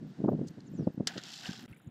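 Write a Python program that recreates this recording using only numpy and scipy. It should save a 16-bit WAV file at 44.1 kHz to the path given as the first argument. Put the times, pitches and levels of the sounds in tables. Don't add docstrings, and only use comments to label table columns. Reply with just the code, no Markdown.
import sys
import numpy as np
from scipy import signal
from scipy.fft import rfft, irfft
from scipy.io import wavfile
from scipy.ndimage import uniform_filter1d

SR = 44100
rng = np.random.default_rng(int(sys.argv[2]) if len(sys.argv) > 2 else 0)


def master(y):
    cut = np.clip(np.atleast_2d(y).T, -1, 1)
    pcm = np.round(cut * 32767)
    wavfile.write(sys.argv[1], SR, pcm.astype(np.int16))


N = 83790
T = np.arange(N) / SR
FREQS = np.maximum(np.fft.rfftfreq(N, 1 / SR), 1)

# f/Hz, level/dB
AIR_COLOUR = [(410, -21.5), (700, 2.5), (1180, -5), (1690, -1.5), (2430, -12), (2590, -9), (4830, -12.5),
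              (7310, -19), (10500, -31.5), (13300, -30.5), (15500, -44)]
DULL_AIR_COLOUR = [(700, 5), (1500, -4), (3800, -5), (4700, -30), (7000, -28), (9000, -22), (15000, -30)]
AIR_DB, DULL_AIR_DB = -67.5, -70

# t/s, f/Hz, level/dB
BIRD_WHISTLES = [
    [(.655, 5600, -85), (.672, 7300, -64), (.684, 6000, -66), (.695, 5000, -89)],
    [(.725, 7150, -82), (.738, 7250, -73), (.757, 7450, -70), (.78, 6000, -65.5), (.82, 5500, -75),
     (.848, 4600, -65.5), (.865, 4300, -88)],
]
# t/s, f/Hz, level/dB
BIRD_PEEPS = [(1.771, 7060, -73), (1.820, 7200, -74), (1.832, 6820, -76), (1.875, 7000, -66)]
# first chirp t/s, level/dB
CHIRP_TRAINS = [(.075, -76), (.287, -70), (.479, -71), (.702, -71), (.924, -72.5), (1.158, -75),
                (1.593, -65)]
CHIRP_GAP_S, CHIRP_HZ = .015, 13550

# middle t/s, width/s, level/dB, brightness f/Hz
EDDIES = [(0.034, 0.0094, -52, 150), (0.049, 0.0048, -36.5, 130), (0.189, 0.012, -40.5, 152),
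          (0.205, 0.0068, -27.5, 172), (0.218, 0.0065, -30, 130), (.246, 0.011, -20, 224),
          (0.26, 0.0088, -21, 130), (0.276, 0.0039, -30, 160), (.288, 0.015, -16.5, 301),
          (0.321, 0.012, -23.5, 150), (0.335, 0.01, -24, 200), (0.353, 0.0097, -26.5, 130),
          (0.393, .007, -27, 170), (.416, 0.0064, -21.5, 130), (0.434, 0.027, -33.5, 170),
          (.476, 0.009, -48.5, 120), (0.501, 0.0027, -39.5, 130), (.583, 0.018, -39, 160),
          (.648, 0.034, -47, 120), (0.716, .006, -40, 100), (.738, 0.013, -37, 130),
          (0.758, 0.019, -37.5, 120), (0.795, 0.012, -26, 110), (0.808, 0.0053, -24.5, 140),
          (0.827, 0.011, -27.5, 120), (.845, .009, -36.5, 110), (0.875, 0.0072, -17.5, 204),
          (0.884, 0.0042, -25.5, 150), (0.904, 0.0061, -37.5, 130), (0.947, 0.0049, -37.5, 110),
          (0.981, 0.008, -27.5, 110), (1.002, 0.0048, -27, 200), (1.008, 0.0051, -20, 170),
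          (1.031, .010, -39, 200), (1.070, 0.0062, -37.5, 110), (1.164, 0.012, -35, 200),
          (1.180, 0.0034, -32, 220), (1.262, 0.024, -50, 120), (1.494, 0.0052, -27.5, 105),
          (1.513, 0.0056, -35.5, 130), (1.593, 0.006, -43, 130), (1.645, 0.028, -43.5, 130),
          (1.711, 0.013, -40, 60), (1.873, 0.016, -36.5, 74)]
# t/s, level/dB
BREEZE_LEVELS = [(0, -42.5), (.15, -55), (.3, -32.5), (.45, -42), (.55, -53.5), (.63, -54), (.8, -44.5),
                 (.92, -65), (1.02, -48.5), (1.12, -53), (1.25, -57.5), (1.35, -61.5), (1.5, -57),
                 (1.7, -54.5), (1.81, -62.5), (1.9, -55.5)]
# f/Hz, level/dB
PORT_COLOUR = [(30, 0), (130, -2.5), (200, -1), (300, 0.5), (450, -1), (620, 2.5), (800, 0), (1200, 1.5),
               (2000, -5.5)]
BREEZE_HZ, BREEZE_FLUTTER_DB = 122, 2
PORT_HZ, PORT_ORDER, PORT_LEAK_DB = 149.4, 5.09, -39
SLOW_EDDY_HZ = 103
EDGE_DB, EDGE_HZ = -62.5, 2070
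WAKE_S, WAKE_DB, WAKE_HZ = .018, -18.5, 150

# f/Hz, level/dB
ROPE_WHIR_COLOUR = [(1500, -6), (3500, 0), (5000, -3), (7500, -12), (10000, -28)]
# middle t/s, width/s, level/dB, treble tilt/(dB per octave)
ROPE_SWISHES = [(0.475, 0.0077, -58.5, 3), (.485, 0.0078, -53, 1.5), (.606, 0.0025, -55.5, -11)]
# f/Hz, level/dB
SWISH_COLOUR = [(1500, -30), (2800, -13), (3600, -4), (5000, 3.5), (7500, -2), (9000, -12), (12000, -31),
                (15000, -42)]

# t/s, fine spray level/dB, heavy drops level/dB
FALLING_WATER = [(1.071, -70, -48), (1.088, -66, -47.5), (1.14, -57, -55), (1.211, -60, -58.5),
                 (1.26, -51.5, -56.5), (1.34, -48.5, -60), (1.409, -51, -60), (1.459, -48.5, -49),
                 (1.52, -49.5, -55.5), (1.591, -56.5, -60.5), (1.657, -62.5, -60), (1.687, -76, -64),
                 (1.78, -86, -72.5), (1.9, -98.5, -82)]
# f/Hz, level/dB
FOAM_COLOUR = [(5000, -30), (7500, -6), (9500, -3), (15000, -6.5)]
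FINE_COLOUR = [(1180, -42), (2000, -8.5), (2350, -14), (2700, -6.5), (3180, -2.5), (5360, -3), (6580, -9.5),
               (7230, -7), (8960, -23), (13100, -24), (15500, -43.5)]
HEAVY_COLOUR = [(400, -18), (550, -9), (780, -5), (1050, -13), (1550, 2.5), (2300, -4), (3200, -2.5),
                (4500, -30.5), (8000, -24.5)]
CRACKLE_DB = -8.5

# t/s, level/dB, decay/s, relative tail level/dB, treble tilt/(dB per octave)
WATER_BLOWS = [(1.0718, -20.5, 0.0039, -16.5, 1), (1.1745, -38.5, 0.0048, -25, -10),
               (1.178, -36, 0.0073, -12.5, -7), (1.2362, -35, 0.0022, -22, -2.5),
               (1.3365, -40, .002, -21, 2), (1.4570, -46, 0.0014, -6, -2),
               (1.531, -48.5, 0.0039, -4.5, -20), (1.593, -45.5, 0.0046, -30, -7.5),
               (1.727, -64, 0.0029, -19, -13)]
# f/Hz, level/dB
BLOW_COLOUR = [(240, -46), (400, -4.5), (1030, -19), (1880, -3), (2470, -20), (2880, -0.5), (3300, 0),
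               (3680, -0.5), (5000, 3), (5390, -2), (6480, -1), (7550, -5.5), (8150, -13), (8930, -17),
               (15500, -36)]
BLOW_RISE_S, TAIL_DECAY_S, TAIL_DB_PER_OCTAVE = 0.0012, 0.015, -5
# f/Hz, level/dB, decay/s
AIR_POCKETS = [(1540, -44, .012), (4810, -31.5, 0.005), (4990, -32, 0.0058), (7930, -29.5, 0.0028)]
# t/s, f/Hz, level/dB, decay/s
LARGE_BUBBLES = [(1.179, 1613, -42.5, .005), (1.458, 2890, -30, 0.0018), (1.496, 1526, -47.5, 0.011),
                 (1.719, 1345, -57, 0.0029), (1.728, 2600, -49, .003), (1.732, 2110, -51, .006),
                 (1.764, 2270, -55, 0.0031), (1.801, 1400, -55.5, 0.0025)]
BUBBLE_RISE_PER_S = 6.1

DROPOUT_S, DROPOUT_END_S, DROPOUT_DB = 1.662, 1.679, -29.5
TOP_HZ = 15500


def undb(db):
    return 10 ** (np.asarray(db) / 20)


def unit(x):
    return x / np.sqrt(np.mean(x ** 2) + 1e-30)


def shade(x, gain):
    return unit(irfft(rfft(x) * gain, N))


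def noise(gain):
    return shade(rng.standard_normal(N), gain)


def colour(points, tilt_db=0):
    hz, db = np.array(points, float).T
    curve_db = np.interp(np.log(FREQS), np.log(hz), db)
    octaves = np.log2(np.maximum(FREQS, 1500) / 4000)
    return undb(curve_db + tilt_db * octaves) / (1 + (.6 * hz[0] / FREQS) ** 4)


def bell(at, width):
    return .5 ** np.minimum((2 * (T - at) / width) ** 2, 200)


def burst(x, env):
    return x * env * np.sqrt(np.sum(env ** 2) / (np.sum((x * env) ** 2) + 1e-30))


def wander(rate_hz):
    return noise(1 / (1 + (FREQS / rate_hz) ** 4))


def open_air():
    early = undb(AIR_DB) * noise(colour(AIR_COLOUR))
    late = undb(DULL_AIR_DB) * noise(colour(DULL_AIR_COLOUR))
    return np.where(T < DROPOUT_END_S, early, late) * undb(1.3 * wander(3.7))


def chirp(at, hz, width_s, fall_hz_per_s):
    age = T - at
    return bell(at, width_s) * np.sin(2 * np.pi * age * (hz - fall_hz_per_s * age / 2))


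def wildlife():
    out = np.zeros(N)
    for whistle in BIRD_WHISTLES:
        at, hz, db = np.array(whistle).T
        pitch = np.interp(T, at, hz) * (1 + 0.022 * wander(400))
        level = undb(np.interp(T, at, db)) * (T > at[0]) * (T < at[-1])
        out += level * np.sin(2 * np.pi * np.cumsum(pitch) / SR)
    for at, hz, db in BIRD_PEEPS:
        out += undb(db) * chirp(at, hz, width_s=0.0062, fall_hz_per_s=80000)
    for first, db in CHIRP_TRAINS:
        for k, (loud, high) in enumerate(rng.standard_normal((3, 2))):
            at, hz = first + k * CHIRP_GAP_S, CHIRP_HZ * (1 + .012 * high)
            out += undb(db + 1.5 * loud) * chirp(at, hz, width_s=.0045, fall_hz_per_s=190000)
    return out


def turbulence(bright_hz, freqs):
    corner = PORT_HZ * min(1, bright_hz / SLOW_EDDY_HZ)
    treble = np.exp(-freqs / bright_hz) + undb(EDGE_DB) / (1 + (freqs / EDGE_HZ) ** 4)
    bass_cut = 1 / np.sqrt(1 + (corner / freqs) ** (2 * PORT_ORDER))
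    return treble * (bass_cut + undb(PORT_LEAK_DB))


def eddy(width, bright_hz, port, size=8192):
    freqs = np.maximum(np.fft.rfftfreq(size, 1 / SR), 1)
    swell = bell(T[size // 2], width)[:size]
    gain = np.interp(freqs, FREQS, port) * turbulence(bright_hz, freqs)
    spectrum = rfft(rng.standard_normal(size) * swell)
    puff = irfft(gain * spectrum / np.sqrt(np.abs(spectrum) + 1e-9))
    return unit(puff * swell ** (1 / 4)) * np.sqrt(np.mean(swell ** 2) / 2)


def wind():
    port = colour(PORT_COLOUR)
    flutter = undb(BREEZE_FLUTTER_DB * wander(36))
    breeze = unit(noise(port * turbulence(BREEZE_HZ, FREQS)) * flutter)
    out = breeze * undb(np.interp(T, *np.array(BREEZE_LEVELS).T))
    wake_power = np.zeros(N)
    for at, width, db, hz in EDDIES:
        puff = eddy(width, hz, port)
        puff_times = at + T[:len(puff)] - T[len(puff) // 2]
        out += undb(db) * np.interp(T, puff_times, puff, left=0, right=0)
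        wake_power += undb(db) ** 2 / 2 * np.exp(-2 * np.abs(T - at - width / 2) / WAKE_S)
    return out + undb(WAKE_DB) * np.sqrt(wake_power) * noise(port * turbulence(WAKE_HZ, FREQS))


def rope():
    out = undb(-75) * bell(at=.12, width=.16) * noise(colour(ROPE_WHIR_COLOUR))
    for at, width, db, tilt_db in ROPE_SWISHES:
        out += undb(db) * bell(at, width) * noise(colour(SWISH_COLOUR, tilt_db))
    return out


def add_bubble(out, at, hz, gain, decay):
    start = int(at * SR)
    t = T[:max(0, min(int(6 * decay * SR), N - start))]
    phase = 2 * np.pi * hz * t * (1 + BUBBLE_RISE_PER_S * t / 2)
    out[start:start + len(t)] += gain * np.exp(-t / decay) * np.sin(phase)


def patter(points, low_hz, high_hz, cycles, scatter_db, click, count):
    rings, ticks = np.zeros(N), np.zeros(N)
    for when, pitch, size, sustain in rng.random((count, 4)):
        hz = low_hz * (high_hz / low_hz) ** pitch
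        gain = undb(scatter_db * min(-np.log(1 - size), 4))
        add_bubble(rings, when * T[-1], hz, gain, decay=cycles * (.5 + sustain) / hz)
        ticks[int(when * (N - 1))] += gain * np.sign(sustain - .5)
    return unit(shade(rings, colour(points)) + click * shade(ticks, colour(points)))


def foam():
    ticks = patter(FOAM_COLOUR, low_hz=9000, high_hz=14000, cycles=1.5, scatter_db=2.5, click=1,
                   count=600)
    return undb(-72.5) * ticks * bell(at=1.705, width=.22)


def spray():
    at, fine_db, heavy_db = np.array(FALLING_WATER).T
    fine = patter(FINE_COLOUR, low_hz=2500, high_hz=9000, cycles=5, scatter_db=3.5, click=.9, count=4000)
    crackle = patter(FINE_COLOUR, low_hz=2800, high_hz=7500, cycles=5, scatter_db=2.5, click=1,
                     count=240)
    heavy = patter(HEAVY_COLOUR, low_hz=612, high_hz=3800, cycles=4.7, scatter_db=1.5, click=.58,
                   count=2200)
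    fine_fall = (fine + undb(CRACKLE_DB) * crackle) * undb(np.interp(T, at, fine_db))
    heavy_fall = heavy * undb(np.interp(T, at, heavy_db))
    return (fine_fall + heavy_fall) * (T > at[0])


def splash():
    out = np.zeros(N)
    for at, db, decay, tail_db, tilt_db in WATER_BLOWS:
        age = np.maximum(T - at, 0)
        rise = np.minimum(age / BLOW_RISE_S, 1)
        crack = burst(noise(colour(BLOW_COLOUR, tilt_db)), rise * np.exp(-age / decay))
        tail_colour = colour(BLOW_COLOUR, tilt_db / 2 + TAIL_DB_PER_OCTAVE)
        tail = burst(noise(tail_colour), rise * np.exp(-age / TAIL_DECAY_S))
        out += undb(db) * (crack + undb(tail_db) * tail)
    smack_s = WATER_BLOWS[0][0]
    for hz, db, decay in AIR_POCKETS:
        add_bubble(out, smack_s, hz, undb(db), decay)
    for at, hz, db, decay in LARGE_BUBBLES:
        add_bubble(out, at, hz, undb(db), decay)
    return out


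def scene():
    return (open_air() + wildlife() + wind() + rope() + foam() + spray() + splash())[None]


def record(dry):
    in_dropout = (T > DROPOUT_S) & (T < DROPOUT_END_S)
    gate = uniform_filter1d(np.where(in_dropout, undb(DROPOUT_DB), 1.), size=40)
    lowpass = signal.ellip(8, .2, 70, TOP_HZ, fs=SR, output="sos")
    return signal.sosfilt(lowpass, dry * gate)


dry = scene()
out = record(dry)
master(out)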